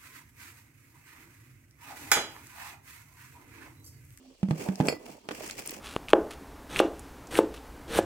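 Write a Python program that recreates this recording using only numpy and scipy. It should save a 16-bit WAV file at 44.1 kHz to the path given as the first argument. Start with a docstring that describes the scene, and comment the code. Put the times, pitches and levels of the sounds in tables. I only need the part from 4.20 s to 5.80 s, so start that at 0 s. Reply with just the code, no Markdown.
"""In a quiet room, a hand shifts wrapped goods in a cardboard box close to a two-port microphone.
A faint low sine swells and fades over steady filtered-noise air. Clumped random clicks through filter
banks make film rustle and card rub. Blows ring the box walls and crack as noise bursts, coloured bursts
make short film snaps and one light knock, and a metal part clinks as ringing modes. Feedback delays
answer the hits."""
import sys
import numpy as np
from scipy import signal
from scipy.fft import rfft, irfft, next_fast_len
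from scipy.io import wavfile

SR = 44100
rng = np.random.default_rng(int(sys.argv[2]) if len(sys.argv) > 2 else 0)


def boost_factor(decibels):
    """Convert a level in decibels to a linear amplitude factor."""
    exponent = np.asarray(decibels, float) / 20
    return 10 ** exponent


def store_pcm(level_fs):
    """Save levels as 16-bit WAV."""
    pcm = np.round(np.clip(level_fs, -1, 1) * 32767).astype(np.int16)
    wavfile.write(sys.argv[1], SR, np.atleast_2d(pcm).T)


N = 70560  # samples, 1.6 s


def rms_one(x):
    """Scale to rms 1."""
    return x / np.sqrt(np.mean(x ** 2) + 1e-20)


def in_time(rows):
    """Read the columns of a time curve at every sample."""
    seconds, *columns = np.transpose(rows)
    return [np.interp(np.arange(N) / SR, seconds, column) for column in columns]


def at_hz(points, hz):
    """Read a spectrum on a log frequency axis."""
    point_hz, values = np.array(points).T
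    return np.interp(np.log(hz), np.log(point_hz), values)


def drift(corner_hz):
    """Slow random wander with rms 1: noise through two equal low-pass poles."""
    pole = np.exp(-2 * np.pi * corner_hz / SR)
    noise = rng.standard_normal(2 * N)
    settled = signal.lfilter([1], [1, -2 * pole, pole * pole], noise)[N:]
    return rms_one(settled)


def band_pass(x, low_hz, high_hz):
    """Keep what lies between two frequencies."""
    return signal.sosfilt(signal.butter(2, [low_hz, high_hz], "band", fs=SR, output="sos"), x)


def ring(clicks, hz, t60_s):
    """A damped mode: a unit click starts a decaying sine of height 1."""
    radius = boost_factor(-60 / (t60_s * SR))
    w = 2 * np.pi * hz / SR
    return signal.lfilter([0, np.sin(w)], [1, -2 * radius * np.cos(w), radius ** 2], clicks + 1e-18)


def burst(t60_s, hz, q):
    """Dying noise through one broad resonance, peak 1, drawn separately for each port."""
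    fade = boost_factor(-60 * np.arange(2048) / SR / t60_s)
    noise = rng.standard_normal((2, 2048)) * fade
    out = signal.lfilter(*signal.iirpeak(hz, max(q, 3 * hz / SR), fs=SR), noise)
    return out / np.abs(out).max()


def add(out, start_s, sound):
    """Mix a short stereo sound in at its start time."""
    i = int(start_s * SR)
    out[:, i:i + sound.shape[1]] += sound[:, :N - i]


def grains(per_s, spread_db, clump_db):
    """Random clicks of uneven size, in two pairs of draws that thicken and swell in the same clumps."""
    clump = boost_factor(clump_db * drift(60.0))
    sizes = boost_factor(spread_db * np.minimum(rng.exponential(1, (2, 2, N)), 4))
    signs = rng.choice([-1, 1], (2, 2, N))
    born = rng.random((2, 2, N)) < per_s * clump / SR
    return clump * sizes * signs * born + 1e-18


# Left-right likeness of the noisy sounds. Each row: frequency in Hz, likeness (1 is the same in both).
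LEFT_RIGHT_LIKENESS = [(30, 0.5), (250, 1), (800, 0.023), (16000, 0.007)]


def bands(spectrum, source, patchy_db):
    """Band-pass bank that gives noise or grains a spectrum, per-band flicker and stereo width; rms 1."""
    out = 0
    edges = np.geomspace(25, 17000, num=26)
    flicker = [drift(17.0) for _ in range(5)]
    for k, (low, high) in enumerate(zip(edges, edges[1:])):
        hz = np.sqrt(low * high)
        mid, side = band_pass(source[k % 2], low, high)  # neighbouring bands use different draws
        alike = np.clip(at_hz(LEFT_RIGHT_LIKENESS, hz), -1, 1)
        stereo = np.sqrt(1 + alike) * mid + np.sqrt(1 - alike) * side * [[1], [-1]]
        out = out + boost_factor(at_hz(spectrum, hz) + patchy_db * flicker[k % 5]) * stereo
    return rms_one(out)


# Faint low tone that swells and fades. Each row: time in seconds, frequency in Hz, rms level in dB.
TONE_CURVE = [(0, 251, -58), (.045, 266, -60), (.085, 257.6, -52), (.13, 268, -65), (.19, 248, -101)]


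def low_tone():
    """A sine of gliding pitch, its phase the running sum of its frequency, dies away."""
    hz, db = in_time(TONE_CURVE)
    return np.sqrt(2) * boost_factor(db) * np.sin(2 * np.pi * np.cumsum(hz) / SR)


# Colour of the quiet air. Each row: frequency in Hz, relative level in dB per Hz.
AIR_SPECTRUM = [(60, 18), (450, -46), (1800, -51), (3100, 4), (5000, 2.5), (16000, -25.5)]


def air():
    """Steady random noise, coloured band by band, with a slight flicker."""
    level_db = -66.5  # rms
    return boost_factor(level_db) * bands(AIR_SPECTRUM, rng.standard_normal((2, 2, N)), patchy_db=1.5)


# Movement of the hand. Each row: time in seconds, film rustle rms in dB, card rub rms in dB.
HAND_MOVES = [(.22, -69, -64.5), (.34, -56.5, -45), (.42, -43.5, -42), (.47, -51, -38), (.57, -58, -47),
              (.66, -43.5, -33.5), (.70, -44, -36.5), (.78, -65, -47.5), (.91, -50, -50.5), (.96, -61, -48),
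              (1.0, -64.5, -64.5), (1.07, -63.5, -57), (1.12, -50, -54.5), (1.2, -46, -45.5),
              (1.31, -45, -56), (1.365, -55, -49.5), (1.39, -39.5, -47), (1.44, -51.5, -53.5),
              (1.49, -40.5, -49), (1.6, -54, -51.5)]
# Colour of the rustling film. Each row: frequency in Hz, relative level in dB per Hz.
FILM_SPECTRUM = [(900, 10), (1500, 6.5), (2400, 13), (3600, 1.5), (5000, 8), (8200, 4), (10900, -1.5),
                 (15000, -0.5)]
# Colour of card rubbing on card. Each row: frequency in Hz, relative level in dB per Hz.
CARD_SPECTRUM = [(60, -19), (110, -5), (370, 4), (900, -6.5), (2500, -34.5)]


def rubbing():
    """Film rustles and card rubs as the hand moves: many tiny clicks, each material with its colour."""
    film_db, card_db = in_time(HAND_MOVES)
    film_grains = grains(per_s=4000, spread_db=4, clump_db=2)
    card_grains = grains(per_s=1500, spread_db=3, clump_db=2)
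    film = bands(FILM_SPECTRUM, film_grains, patchy_db=0.5)
    card = bands(CARD_SPECTRUM, card_grains, patchy_db=3.5)
    return boost_factor(film_db) * film + boost_factor(card_db) * card


# Blows on the box. Each row: start in seconds, strike level on the walls in dB,
# pitch the walls favour in Hz, crack level in dB.
BOX_BLOWS = [(0.23, -18.5, 197.4, -28), (.286, -23.5, 190, -36.5), (.309, -6.5, 153.6, -20.5),
             (0.487, -17, 199, -28.5), (0.6016, 0.5, 127.8, -21), (0.6087, -22, 253, -22),
             (.654, -28, 252, -32), (0.685, -16, 400, -12.5), (0.7251, -24, 522, -26),
             (1.088, -30, 400, -22), (1.109, -30, 424, -27), (1.1131, -32, 335, -24.5),
             (1.207, -33, 575, -35)]
# Modes of the box walls. Each row: frequency in Hz, relative level in dB, 60 dB decay time in seconds.
WALL_MODES = [(147.5, -24, 0.096), (156.8, -10, 0.16), (191.6, 0.5, 0.16), (256.3, -2, 0.18),
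              (309.6, 4, 0.071), (400, -1.5, 0.026), (490, -1, 0.047), (618, -1.5, 0.046), (777, 2, 0.024)]


def box():
    """Each blow rings the wall modes nearest its pitch most, and cracks at the contact."""
    favour_db_per_oct2, favour_floor_db, mode_spread_db = 134, -24, 2
    wall_low_hz, contact_hz = 111.5, 1050  # range the wall ring keeps
    crack_t60_s, crack_hz, crack_top_hz = 0.027, 930, 4080
    start_s, strike_db, pitch_hz, crack_db = np.transpose(BOX_BLOWS)
    chance = rng.standard_normal((len(start_s), len(WALL_MODES)))

    walls = np.zeros(N)
    for k, (hz, mode_db, t60_s) in enumerate(WALL_MODES):
        octaves_off = np.log2(hz / pitch_hz)
        favour_db = np.maximum(-favour_db_per_oct2 * octaves_off ** 2, favour_floor_db)
        clicks = np.zeros(N)
        click_db = strike_db + mode_db + favour_db + mode_spread_db * chance[:, k]
        clicks[(start_s * SR).astype(int)] = boost_factor(click_db)
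        walls -= ring(clicks, hz, t60_s)
    walls = band_pass(walls, wall_low_hz, contact_hz)

    cracks = np.zeros((2, N))
    for s, db in zip(start_s, crack_db):
        add(cracks, s, boost_factor(db) * burst(crack_t60_s, crack_hz, q=0.55))
    cracks = signal.lfilter(*signal.butter(1, crack_top_hz, fs=SR), cracks)
    return walls + cracks


# Short snaps of film, and one light knock at 0.864 s.
# Each row: start in seconds, level of the coloured burst in dB, its pitch in Hz.
SNAPS_AND_KNOCK = [(0.557, -26.5, 4750), (0.671, -22.5, 7450), (0.864, -35.5, 2130), (1.264, -28.5, 7740),
                   (1.278, -27, 7800), (1.298, -25.5, 2240), (1.31, -22, 5220), (1.38, -32.5, 7160),
                   (1.399, -35, 13900), (1.461, -25, 14200), (1.475, -20.5, 7800), (1.494, -24.5, 5070),
                   (1.497, -36, 4960), (1.508, -24, 14100)]


def snaps_and_knock():
    """Short snaps of film, and one light knock at 0.864 s: a coloured burst over a broad one."""
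    t60_s, broad_db = 0.0079, -16  # broad burst relative to the coloured one
    out = np.zeros((2, N))
    for start_s, db, hz in SNAPS_AND_KNOCK:
        coloured = burst(t60_s, hz, q=3)
        broad = boost_factor(broad_db) * burst(t60_s, 5400, q=0.47)
        add(out, start_s, boost_factor(db) * (coloured + broad))
    return out


# Strikes on the metal part. Each row: start in seconds, level in dB.
METAL_STRIKES = [(0.6844, -28), (0.6915, -58)]
# Modes of the metal part. Each row: frequency in Hz, relative level in dB, 60 dB decay time in seconds.
METAL_MODES = [(2430, 10, .022), (1992, -9, .21), (4457, -14, .17), (4538, -5, .12), (5006, -9, .12),
               (5120, -8, .13), (7171, -15, .17), (7838, -8, .11), (10400, -21, .17), (12720, -23, .25)]


def metal():
    """Two quick strikes set the metal modes ringing; each ring wavers as the part rocks."""
    wobble_db, wobble_hz = 3, 30
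    clicks = np.zeros(N)
    for start_s, db in METAL_STRIKES:
        clicks[int(start_s * SR)] = boost_factor(db)
    out = np.zeros(N)
    for hz, db, t60_s in METAL_MODES:
        out += boost_factor(db + wobble_db * drift(wobble_hz)) * ring(clicks, hz, t60_s)
    return out


def room(x):
    """Eight feedback delays a side, duller with each pass; little bass comes back."""
    t60_s, low_cut_hz, wall_cut_hz = 0.2, 400, 8800  # the treble dies sooner than t60_s
    x = signal.sosfilt(signal.butter(2, low_cut_hz, "high", fs=SR, output="sos"), x)
    n = next_fast_len(N + SR)
    w = 2 * np.pi * np.arange(n // 2 + 1) / n
    dull = 1 / (1 + 1j * w * SR / (2 * np.pi * wall_cut_hz))
    response = np.zeros((2, n // 2 + 1), complex)
    for k, lag in enumerate(rng.uniform(0.0045, 0.035, size=16) * SR):
        loop = boost_factor(-60 * lag / SR / t60_s) * dull * np.exp(-1j * w * lag)
        response[k % 2] += loop / (1 - loop) * (-1) ** (k // 2)  # sides and signs alternate
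    return irfft(response * rfft(x.mean(axis=0), n), n)[:, :N]


def scene():
    """Low tone, air and rubbing, with the hits and their room."""
    background = low_tone() + air() + rubbing()
    hits = box() + snaps_and_knock() + metal()
    return background + hits + boost_factor(-14.5) * room(hits)


# Colour difference of the two ports. Each row: frequency in Hz, left minus right in dB.
PORT_LEAN = [(380, -4), (700, -5), (1300, 1), (2400, -5.5), (4400, -5.5), (8100, 12), (14000, -4.5)]


def microphone(x):
    """The ports differ in colour and share a shallow notch."""
    notch_hz = 3810
    hz = np.arange(1, N // 2 + 2) * SR / N
    lean_db = at_hz(PORT_LEAN, hz) / 2
    x = irfft(rfft(x) * boost_factor(np.array([lean_db, -lean_db])), N)
    return x - 0.5 * signal.lfilter(*signal.iirpeak(notch_hz, 6.0, fs=SR), x)


def roll_off(x):
    """The treble ends steeply here."""
    return signal.sosfilt(signal.butter(12, 16630, fs=SR, output="sos"), x)


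def record(dry):
    """The two-port microphone picks up the scene."""
    mix = microphone(dry)
    return roll_off(mix)


dry = scene()
out = record(dry)
store_pcm(out)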